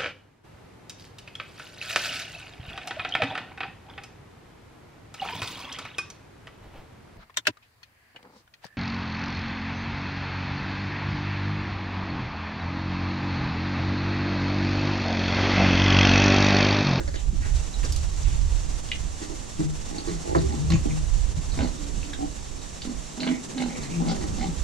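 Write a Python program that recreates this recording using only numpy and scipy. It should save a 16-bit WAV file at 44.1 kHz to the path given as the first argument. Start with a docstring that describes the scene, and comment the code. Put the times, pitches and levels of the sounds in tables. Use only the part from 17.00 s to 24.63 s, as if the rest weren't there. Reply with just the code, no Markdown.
"""A walled concrete pen: piglets give rattling pulsed grunts, near-sinusoidal closed-mouth hums and noise
snuffles; a low standing wave of the pen near 168 Hz sings along. Noise bursts make wet clicks of hooves and
mouths, snorts and an open-mouthed bark; a hard tap rings and chatters. The walls answer with a short decaying
noise tail; a low wash and restless hiss of filtered noise lie behind. Moving air rumbles on the two microphone
ports of a hand-held camera, with dull handling bumps."""
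import sys
import numpy as np
from scipy import signal
from scipy.fft import rfft, irfft, next_fast_len
from scipy.io import wavfile
from scipy.ndimage import map_coordinates

SR = 44100
rng = np.random.default_rng(int(sys.argv[2]) if len(sys.argv) > 2 else 0)


def put_to_file(sound):
    """Save the sound as 16-bit audio at rate SR, in the file named by the first command-line argument."""
    columns = np.atleast_2d(sound).T  # one column per channel
    safe = np.clip(columns, -1, 1)
    whole_steps = np.round(safe * 32767)
    wavfile.write(sys.argv[1], SR, whole_steps.astype(np.int16))


N = 336483

# snout resonances: (centre [Hz], width [Hz], relative level [dB])
SNOUT_MODES = [(1103, 213, -14.5), (1586, 162, -7), (2130, 160, 2), (3067, 150, 1), (3528, 240, -4.5),
               (4028, 273, 3)]


def amp(db):
    """Decibels to gain."""
    return 10 ** (np.asarray(db) / 20)


def unit(x):
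    """x at rms 1."""
    return x / np.sqrt(np.mean(x ** 2) + 1e-20)


def along(points, hz):
    """(Hz, value) points read on a log frequency axis."""
    f, v = np.transpose(points)
    return np.interp(np.log(hz + 1), np.log(f + 1), v)


def curve(points, t):
    """(s, value) points read at the times t."""
    s, v = np.transpose(points)
    return np.interp(t, s, v)


def seconds(length_s):
    """A time axis."""
    return np.arange(int(length_s * SR)) / SR


def add(track, s, x):
    """Mix x into the track at s seconds."""
    part = track[..., max(round(s * SR), 0):][..., :x.shape[-1]]
    part += x[..., :part.shape[-1]]


def wobble(rate):
    """A smooth random curve, rate knots a second."""
    knots = rng.standard_normal(int(N * rate / SR) + 4)
    return map_coordinates(knots, [np.arange(N) * rate / SR])


def filtered(x, response):
    """x times a complex response of frequency."""
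    n = x.shape[-1]
    m = next_fast_len(n + SR // 4)
    return irfft(rfft(x, m) * response(np.fft.rfftfreq(m, 1 / SR)), m)[..., :n]


def resonate(x, modes):
    """x through parallel causal resonances of alternating sign."""
    def response(f):
        total = 0
        for k, (centre, width, db) in enumerate(modes):
            loss = 1j * f * width
            total = total + (-1) ** k * amp(db) * loss / (centre ** 2 - f * f + loss)
        return total
    return filtered(x, response)


def band(x, lo_hz, hi_hz):
    """A causal band-pass."""
    return signal.sosfilt(signal.butter(2, [lo_hz, hi_hz], "band", fs=SR, output="sos"), x)


def puff(envelope, hz, octaves):
    """Noise under the envelope, coloured by a bell round hz."""
    bell = lambda f: np.exp(-(np.log2((f + 1) / hz) / octaves) ** 2 / 4)
    return filtered(envelope * rng.standard_normal(len(envelope)), lambda f: unit(bell(f)))


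def arch(t, top_s, end_s, db_per_s, end_db):
    """A gain that swells at a steady dB pace to its peak, then sinks by end_db."""
    return amp(np.interp(t, [0, top_s, max(end_s, top_s)], [-db_per_s * top_s, 0, -end_db]))


def burst(modes, t60, rise_s):
    """A sudden, dying burst of noise that rings resonances; rms about 1 at its start."""
    t = seconds(.15)
    envelope = amp(-60 * t / t60) * (1 - np.exp(-t / rise_s))
    ringing = resonate(envelope * rng.standard_normal(len(t)), modes)
    return unit(ringing) * np.sqrt(np.mean(envelope ** 2))


def ports(x, aside_db):
    """A piglet reaches the two ports out of step, the more so the further aside it stands."""
    # (frequency [Hz], side re mid before aside_db [dB])
    width = [(150, 0), (300, -4), (480, 5), (780, 11.5), (1300, 8.5), (2500, -6), (8000, -6.5)]
    side = filtered(x, lambda hz: 1j * amp(along(width, hz) + aside_db))
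    return np.array([x + side, x - side])


def rush(spectrum):
    """Steady stereo noise, its mid at rms 1; left-right likeness varies with frequency."""
    # (frequency [Hz], left-right correlation [-1 to 1])
    alike = [(60, 0.64), (130, 0.48), (290, 0.22), (630, -0.4), (1370, -0.07), (3000, 0.69), (6500, 0.21),
             (14000, -0.34)]

    def mid_side(hz):
        turn = np.arccos(np.clip(along(alike, hz), -1, 1)) / 2
        return amp(along(spectrum, hz)) * [np.cos(turn), np.sin(turn)]
    mid, side = filtered(rng.standard_normal((2, N)), mid_side)
    return np.array([mid + side, mid - side]) / np.std(mid)


def wind(buffet_db=-1, rumble_db=-5, eddy_db=3.0, gust_rise_s=0.112):
    """One airflow drives slow eddies and a quicker rumble on the ports; gusts swell the rumble."""
    # airflow strength: (time [s], relative level [dB])
    strength = [(0, -32), (.85, -29), (1.6, -32), (2.45, -42.5), (3.0, -36), (3.45, -46), (3.85, -34.5),
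                (4.4, -33), (4.7, -37.5), (5.0, -34), (5.6, -42.5), (6.55, -55), (7.0, -42), (7.63, -36)]
    # gusts: (strongest [s], dying away [s], level [dB])
    gust_rows = [(.92, 0.23, -40.5), (1.23, 0.182, -32.5), (2.63, 0.2, -39), (3.37, 0.49, -27),
                 (3.74, 0.313, -27.5), (4.6, 0.132, -27.5), (7.3, 0.41, -41.5)]
    # eddy spectrum: (frequency [Hz], relative density [dB/Hz])
    buffet = [(12, -7.5), (24, -8.5), (38, 3), (52, -2), (75, -14.5), (150, -90.5)]
    # rumble spectrum: (frequency [Hz], relative density [dB/Hz])
    rumble = [(35, -42), (58, -2), (72, 6), (90, -6), (120, -5), (160, -14.5), (300, -72), (900, -67.5)]
    t = np.arange(N) / SR
    flow = amp(curve(strength, t) + eddy_db * wobble(8.5))
    gusts = np.zeros(N)
    for s, fall, db in gust_rows:
        gusts += amp(db) * np.interp(t, [s - gust_rise_s, s, s + fall], [0, 1, 0])
    rumble_gain = np.hypot(amp(rumble_db) * flow, gusts)
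    return amp(buffet_db) * flow * rush(buffet) + rumble_gain * rush(rumble)


def background(yard_waver_db=1.41, hiss_waver_db=1.5):
    """Two shaped noises: the low wash of the yard and a slightly restless hiss."""
    # wash: (time [s], level [dB])
    yard_level = [(0.0, -48.5), (2.61, -47.5), (3.44, -42.5), (3.74, -40), (4.06, -49), (4.74, -43.5),
                  (5.84, -49.5), (7.2, -36.5), (7.63, -44.5)]
    # hiss: (time [s], level [dB])
    hiss_level = [(0, -48.5), (.32, -49), (.4, -45), (.9, -44), (2.0, -44.5), (3.4, -43.5), (5.7, -45.5),
                  (7.0, -43.5)]
    # wash spectrum: (frequency [Hz], relative density [dB/Hz])
    yard = [(70, -8.5), (160, 2), (300, -3.5), (450, -8), (750, -20.5), (1300, -18), (3000, -107.5)]
    # hiss spectrum: (frequency [Hz], relative density [dB/Hz])
    hiss = [(200, 5.5), (700, 11), (1500, 3.5), (2400, 2), (4200, 2.5), (5000, 1.5), (5800, 7), (7700, 6.5),
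            (8200, 0.5), (10500, -6.5), (11300, -16), (13500, -17.5), (15000, -56.5)]
    t = np.arange(N) / SR
    yard_gain = amp(curve(yard_level, t) + yard_waver_db * wobble(19))
    hiss_gain = amp(curve(hiss_level, t) + hiss_waver_db * wobble(50))
    return yard_gain * rush(yard) + hiss_gain * rush(hiss)


def sniffs(level_db=-1, flutter_db=1.48):
    """Short jets of air flutter through the piglets' wet nostrils."""
    # (start [s], nominal length [s], centre [Hz], spread [octaves], relative level [dB])
    jets = [(0.003, 0.0174, 1710, 0.14, -46.5), (0.074, 0.014, 1730, 0.14, -49.5),
            (.135, 0.0217, 1807, 0.177, -47.5), (0.153, 0.0324, 3200, 0.19, -48),
            (0.417, 0.063, 1870, 0.29, -48), (0.83, 0.0223, 1860, 0.84, -40),
            (0.84, 0.0202, 5530, 0.264, -38.5), (1.24, 0.097, 2650, 0.37, -51),
            (3.722, 0.0302, 2397, 0.15, -39), (3.734, 0.0168, 6690, 0.058, -38.5),
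            (3.898, 0.0244, 2306, 0.095, -47.5), (6.277, 0.072, 2126, 0.11, -43.5),
            (6.69, 0.14, 2183, 0.117, -48), (6.843, 0.0154, 1950, 0.1, -44.5),
            (6.897, 0.078, 2475, 0.086, -48), (7.081, 0.0324, 4360, 0.27, -37.5)]
    out = np.zeros(N)
    for s, length, hz, octaves, db in jets:
        t = seconds(length * 2.04)
        envelope = np.interp(t, [0, .006, length / 2, t[-1]], [0, 1, 1, 0])
        add(out, s, amp(db + level_db) * puff(envelope, hz, octaves))
    return out * amp(flutter_db * wobble(130))


def folds(t, rate, jitter, scatter_db):
    """Slack vocal folds flap in slow, uneven pulses."""
    chance = rng.standard_normal((40, 2))
    gaps_s = np.exp(jitter * chance[:, 0]) / rate
    at = np.round((np.cumsum(gaps_s) - gaps_s[0]) * SR).astype(int)
    return np.bincount(at, amp(scatter_db * chance[:, 1]), len(t))[:len(t)]


def grunts(nasal_db=-1, throat_db=-3, rasp_db=-2, breathy=0.94, mouth_width_hz=30):
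    """Each pulse rings the nose and the pen's low standing wave near 168 Hz, and lets a burst of air rasp
    through throat, mouth and snout."""
    # (start [s], swell [s], length before release [s], relative nasal, throat, rasp levels [dB],
    #  mean pulse rate [1/s], nominal nasal resonance [Hz], sustained-tone power share [0-1],
    #  mouth resonance [Hz], its relative strength [dB], side offset [dB])
    calls = [ (0.005, .008, 0.0216, -38, -43, -59, 90, 329.2, 0.47, 544, 8.5, 5),
             (0.077, 0.0122, 0.021, -47.5, -43.5, -42.5, 97, 302, 0.2, 554, 4.5, 2),
             (0.142, 0.024, 0.028, -42.5, -46, -44, 82, 304, 0, 558, 19.5, 6),
             (2.216, 0.0144, 0.073, -36, -52, -45.5, 69, 315.6, 0.4, 700, -12, 0),
             (2.299, 0.0274, 0.06, -35.5, -49, -54.5, 54.3, 333.7, 0.43, 697, -8, 0),
             (2.594, 0.018, 0.07, -31, -53, -48, 110, 276, 0, 597, -7, 3.5),
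             (2.911, 0.0435, 0.196, -37, -52, -51, 59, 284.1, 0.12, 828, 11.5, 2.5),
             (3.074, 0.0195, 0.1014, -30.5, -49.5, -41.5, 88, 331.6, 0.31, 1126, 3.5, 0),
             (3.255, 0.0806, 0.105, -34.5, -49, -52, 56, 353.5, 0.29, 860, 5, 7.5),
             (3.352, 0.0162, 0.074, -23.5, -43.5, -42, 80, 336.1, 0.33, 692, -2, 3),
             (3.492, 0.05, 0.1, -32, -48.5, -47.5, 61, 238.3, 0.32, 830, 4, 2),
             (3.702, 0.0395, 0.075, -27.5, -33.5, -36, 56.7, 152, 0, 1111, -1.5, -13.5),
             (3.856, 0.0103, 0.069, -32, -56, -66, 75, 242.8, 0.03, 805, -7, 8),
             (4.574, 0.0692, 0.1335, -24, -33, -39, 66, 250, 0.71, 677, -3.5, -7.5),
             (5.189, 0.0694, 0.0708, -30.5, -44, -70, 58.5, 290.4, 0.69, 753, 19.5, 5),
             (5.85, 0.051, 0.1016, -30, -44.5, -50.5, 43.2, 246.3, 0.62, 589, -3, -11),
             (6.175, 0.1494, 0.182, -19.5, -33.5, -39.5, 45, 249.4, 0.86, 649, 1.5, -8.5),
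             (6.546, 0.1025, 0.1974, -22, -35.5, -43.5, 45.8, 249, 0.89, 813, -5, -13.5),
             (7.001, 0.0164, 0.173, -28.5, -41.5, -50.5, 62, 242.6, 0.38, 813, -5, -3.5),
             (7.062, 0.0704, 0.1094, -30.5, -34, -39, 62.2, 219.8, 0.78, 781, -3, -9),
             (7.21, 0.0428, 0.062, -35, -46.5, -43, 68.5, 306.3, 0.09, 803, 8, -1.5),
             (7.384, 0.0825, 0.1003, -27, -33, -37.5, 66.6, 236.8, 0.76, 773.2, 15, -11), ]
    # throat resonances: (centre [Hz], width [Hz], relative level [dB])
    throat_modes = [(503.7, 178, -4), (597, 125.6, -3), (790, 88, -11.5), (1002, 62, -11.5),
                    (1350, 253, -18.5)]
    # air through the open mouth: (frequency [Hz], relative density [dB/Hz])
    rasp_spectrum = [(700, -15.5), (1300, -9), (2000, 5.5), (2700, -9), (3500, -9), (4250, 3), (5000, -4.5),
                     (7000, -3), (12000, -48.5)]
    swell_db_per_s, fade_db, release_s = 99, 19, 0.0397
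    # throat and rasp grow faster as the mouth opens; it is widest at mouth_lead of the swell
    open_db_per_s, shut_db, mouth_lead = 155, 13.5, 0.647
    burst_s, leak = .0055, .15  # airflow decay after a pulse, constant airflow
    opening_lifts = 0.0901  # slope of nasal tone pitch with mouth opening
    out = np.zeros((2, N))
    drift, flutter = 1 + .034 * wobble(55), amp(1.7 * wobble(75))
    for (s, swell, length, nasal, throat, rasp, rate, nasal_hz, tone,
         mouth_hz, mouth_db, aside_db) in calls:
        t = seconds(length + release_s)
        effort = arch(t, swell, length, swell_db_per_s, fade_db)
        opening = arch(t, mouth_lead * swell, length, open_db_per_s, shut_db)

        pulses = folds(t, rate, jitter=0.1102, scatter_db=0.97)
        airflow = signal.lfilter([1], [1, -np.exp(-1 / (burst_s * SR))], pulses) + leak
        air = unit(airflow * rng.standard_normal(len(t)))

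        width_hz = 144 * np.exp(-0.375 * tone)  # narrower in tonal grunts
        ring_modes = [(nasal_hz, width_hz, 0), (168, 24, -3)]
        ring = resonate(unit(pulses) + 0.42 * air, ring_modes)
        ring = band(ring, nasal_hz * .5, nasal_hz * 1.418)

        # the nasal resonance also sounds, unsteadily, between the pulses
        now = int(s * SR) + np.arange(len(t))
        pitch_hz = nasal_hz * drift[now] * (1 + opening_lifts * (opening - .5))
        throb = 1 + .3 * np.cos(2 * np.pi * rate * t)
        sine = np.sin(2 * np.pi * np.cumsum(pitch_hz) / SR)
        drone = throb * flutter[now] * sine * np.clip(t / 0.00294, 0, 1)
        nose = np.sqrt(1 - tone) * unit(ring) + np.sqrt(tone) * unit(drone)

        drive = unit(pulses) + breathy * air
        mouth = resonate(drive, throat_modes) + resonate(drive, [(mouth_hz, mouth_width_hz, mouth_db)])
        mouth = band(mouth, 408, 2200)

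        # tonal grunts leave through the snout's resonances, rough ones rasp broadly through the mouth
        through_snout = tone ** 2
        snout_air = unit(band(resonate(air, SNOUT_MODES), 800, 5100))
        mouth_air = unit(filtered(air, lambda f: amp(along(rasp_spectrum, f))))
        hoarse = through_snout * snout_air + (1 - through_snout) * mouth_air

        voice = effort * amp(nasal + nasal_db) * unit(nose)
        voice += opening * amp(throat + throat_db) * unit(mouth)
        voice += opening * amp(rasp + rasp_db) * unit(hoarse)
        release = np.clip((t[-1] - t) / release_s, 0, 1)
        add(out, s, ports(voice * release, aside_db))
    return out


def clicks(level_db=4.5, t60=0.01785, rise_s=0.000285, patter_db=-49):
    """Sharp wet noise clicks of hooves and mouths, and a faint random patter of small hooves."""
    # (time [s], relative level [dB], centre [Hz], spread [octaves])
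    hits = [(.16, -43.5, 3880, .31), (.7407, -42, 4000, 0.057), (.831, -39, 2480, 0.74),
            (.9228, -31.5, 5200, 0.46), (.9617, -30.5, 5100, 0.416), (1.2316, -38, 5800, 0.16),
            (2.9826, -34.5, 4270, 0.085), (3.385, -37.5, 4220, 0.108), (3.524, -41, 4000, 0.12),
            (3.703, -30, 3100, 0.57), (3.7215, -31.5, 2900, 0.51), (4.52, -36, 4290, 0.064),
            (4.5895, -34.5, 2080, 0.39), (4.608, -36.5, 2200, 0.51), (4.634, -38.5, 4200, .2),
            (5.03, -43, 2700, 0.143), (5.133, -38.5, 1890, 0.172), (5.135, -40.5, 3490, 0.08),
            (5.8192, -32, 3300, 0.34), (6.834, -40, 4250, 0.075)]
    out, t = np.zeros(N), seconds(.1)
    patter = [(u * N / SR, patter_db + 5 * v, 3000 * 2 ** w, .3) for u, v, w in rng.random((50, 3))]
    envelope = amp(-60 * t / t60) * np.clip(t / rise_s, 0, 1)
    for s, db, hz, octaves in list(hits) + patter:
        add(out, s, amp(db + level_db) * puff(envelope, hz, octaves))
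    return out


def bumps(rise_s=0.00944):
    """Dull knocks of handling on the camera: low noise under a smooth pulse, with no ring."""
    # (time [s], relative level [dB], centre [Hz])
    knocks = [(0.324, -36.5, 239), (.39, -34.5, 137), (.84, -35, 299.5), (4.37, -27, 120.8),
              (4.967, -34.5, 128)]
    out, t = np.zeros(N), seconds(0.096)
    envelope = t / rise_s * np.exp(1 - t / rise_s)
    for s, db, hz in knocks:
        add(out, s, amp(db) * envelope * unit(puff(np.ones(len(t)), hz, octaves=0.394)))
    return out


def taps():
    """Something small and hard strikes the concrete and chatters; each contact starts all modes at once."""
    # contacts: (time [s], relative peak level [dB])
    contacts = [(1.9156, -26), (1.9171, -13), (1.9195, -21), (1.9241, -25.5), (1.9295, -31.5)]
    # (centre [Hz], width [Hz], relative level [dB])
    tap_modes = [(2082, 140, 2), (2367, 280, 2.5), (2886, 163, 3.5), (3060, 254, -13.5), (3450, 245, -12),
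                 (3870, 370, -16)]
    out, blow = np.zeros(N), signal.unit_impulse(SR // 20)
    # one mode at a time, so that all keep the same sign
    ring = band(sum(resonate(blow, [mode]) for mode in tap_modes), 1980, 3860)
    for s, db in contacts:
        add(out, s, amp(db) * ring / np.abs(ring).max())
    return out


def hums(waver=0.0183):
    """With the mouth shut the voice is almost a pure tone that swells and dies; some rows near 168 Hz are the
    pen's low standing wave, ringing as it is stirred."""
    # (start [s], loudest [s], end [s], nominal first pitch [Hz], nominal last pitch [Hz],
    #  relative level [dB], octave re fundamental [dB], side offset [dB])
    calls = [(2.585, 2.604, 2.63, 164.9, 155.8, -25, -2.5, -0.5),
             (2.63, 2.665, 2.77, 153.8, 153, -35.5, -19.5, 8),
             (3.08, 3.112, 3.26, 173.1, 151.7, -37.5, -21.5, -1.5),
             (3.355, 3.374, 3.46, 167.1, 161.7, -33, -13.5, 5.5),
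             (3.415, 3.456, 3.49, 401.1, 358, -38.5, -27.5, 11),
             (3.56, 3.616, 3.71, 142.6, 152.7, -29.5, -22.5, 2),
             (3.695, 3.739, 3.775, 170.8, 159.8, -19, -11, -10.5),
             (3.70, 3.75, 3.775, 107.5, 102.4, -19, -26.5, -12),
             (3.89, 3.912, 4.08, 153.6, 154.3, -33.5, -21.5, 4.5),
             (4.773, 4.808, 5.0, 299.7, 280.2, -42.5, -18.5, 0.5),
             (5.0, 5.07, 5.27, 302.5, 275, -44.5, -21, 0), (6.70, 6.742, 6.88, 262.8, 238, -38, -9.5, -8),
             (6.79, 6.834, 6.92, 160.4, 121.7, -39.5, -8.5, -3),
             (6.89, 7.009, 7.05, 167.7, 169.7, -26, -15.5, -9.5),
             (7.04, 7.083, 7.15, 172.1, 162.6, -34.5, -15, 6.5),
             (7.13, 7.213, 7.33, 367.6, 345.6, -40, -20.5, -1),
             (7.18, 7.321, 7.43, 106.5, 86.6, -32.5, -12.5, -1),
             (7.45, 7.49, 7.52, 186.9, 168.6, -28.5, -16.5, -6)]
    out, drift = np.zeros((2, N)), 1 + waver * wobble(45)
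    for start, top, end, first_hz, last_hz, db, overtone_db, aside_db in calls:
        t = seconds(end - start)
        pitch_hz = np.linspace(first_hz, last_hz, len(t)) * drift[int(start * SR):][:len(t)]
        phase = 2 * np.pi * np.cumsum(pitch_hz) / SR
        swell = np.interp(start + t, [start, top, end], [0, 1, 0])
        tone = unit(np.sin(phase) + amp(overtone_db) * np.sin(2 * phase))
        add(out, start, ports(amp(db) * swell * tone, aside_db))
    return out


def bark(start_s=3.3478, level_db=-23):
    """A sudden noise blast through the open mouth's resonances, just ahead of a grunt's low body."""
    # (centre [Hz], width [Hz], relative level [dB])
    bark_modes = [(492, 121, 5.5), (813, 136, 0), (1015, 116, 3.5), (1260, 132, 1.5), (1723, 233, -2.5),
                  (2310, 360, -9), (2810, 370, -15.5)]
    blast = np.zeros(N)
    sound = band(burst(bark_modes, t60=0.081, rise_s=0.00109), 300, 3000)
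    add(blast, start_s, amp(level_db) * sound)
    return ports(blast, aside_db=0)


def snorts(nostril_hz=4190, nostril_width_hz=530):
    """Air breaks through the wet snout in separate bursts, some brighter than others."""
    # (time [s], relative level [dB], relative nostril resonance level [dB])
    bursts = [(6.2025, -23.5, 11.5), (6.2305, -24.5, -1.5), (6.273, -25.5, -9), (6.5792, -27.5, 0),
              (6.603, -32, -12), (6.621, -27.5, -0.5)]
    out = np.zeros(N)
    for s, db, bright_db in bursts:
        modes = list(SNOUT_MODES[:-1]) + [(nostril_hz, nostril_width_hz, bright_db)]
        add(out, s, amp(db) * band(burst(modes, t60=0.0286, rise_s=.0003), 700, 4320))
    return out


def pen(pair):
    """The concrete walls answer with a noise tail whose decay time varies with frequency."""
    # (frequency [Hz], t60 [s])
    decay = [(150, 0.418), (800, 0.101), (3000, 0.189), (10000, 0.1216)]
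    hz, t, z = signal.stft(rng.standard_normal((2, SR // 2)), SR, nperseg=256)
    tail = signal.istft(z * amp(-60 * t / along(decay, hz)[:, None]), SR, nperseg=256)[1]
    delay = int(.004 * SR)
    tail = np.pad(tail / np.linalg.norm(tail[0]), ((0, 0), (delay, 0)))
    return signal.fftconvolve(pair, tail, axes=1)[:, :N]


def nearby(x, share=0.127, lowest_hz=1200):
    """Floor, arm and bucket throw back weak copies of the treble, which ripple its spectrum."""
    delays_s = rng.uniform(0.00098, .007, 6)

    def response(f):
        treble = f * f / (f * f + lowest_hz ** 2)
        return 1 + share * treble * sum(np.exp(-2j * np.pi * f * d) for d in delays_s)
    return filtered(x, response)


def scene():
    """Piglets in their pen, with wind and handling at the camera."""
    voices = grunts() + hums() + bark()
    noises = ports(sniffs() + snorts() + clicks() + taps(), aside_db=-3.0)
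    walls = pen(amp(-9.5) * voices + amp(-3.0) * noises)
    airborne = voices + noises + walls + background()
    return nearby(airborne) + bumps() + wind()


def record(dry, top_hz=14600):
    """The port balance varies with frequency, mostly favouring the right; nothing passes above top_hz."""
    # (frequency [Hz], left re right gain [dB])
    tilt = [(30, -18), (70, -5.5), (150, 7.5), (270, -6.5), (700, -3), (1500, 0), (3000, -1.5), (8000, -3),
            (13000, 0)]
    return filtered(dry, lambda hz: amp(np.outer([.5, -.5], along(tilt, hz))) * (hz < top_hz))


dry = scene()
out = record(dry)
put_to_file(out)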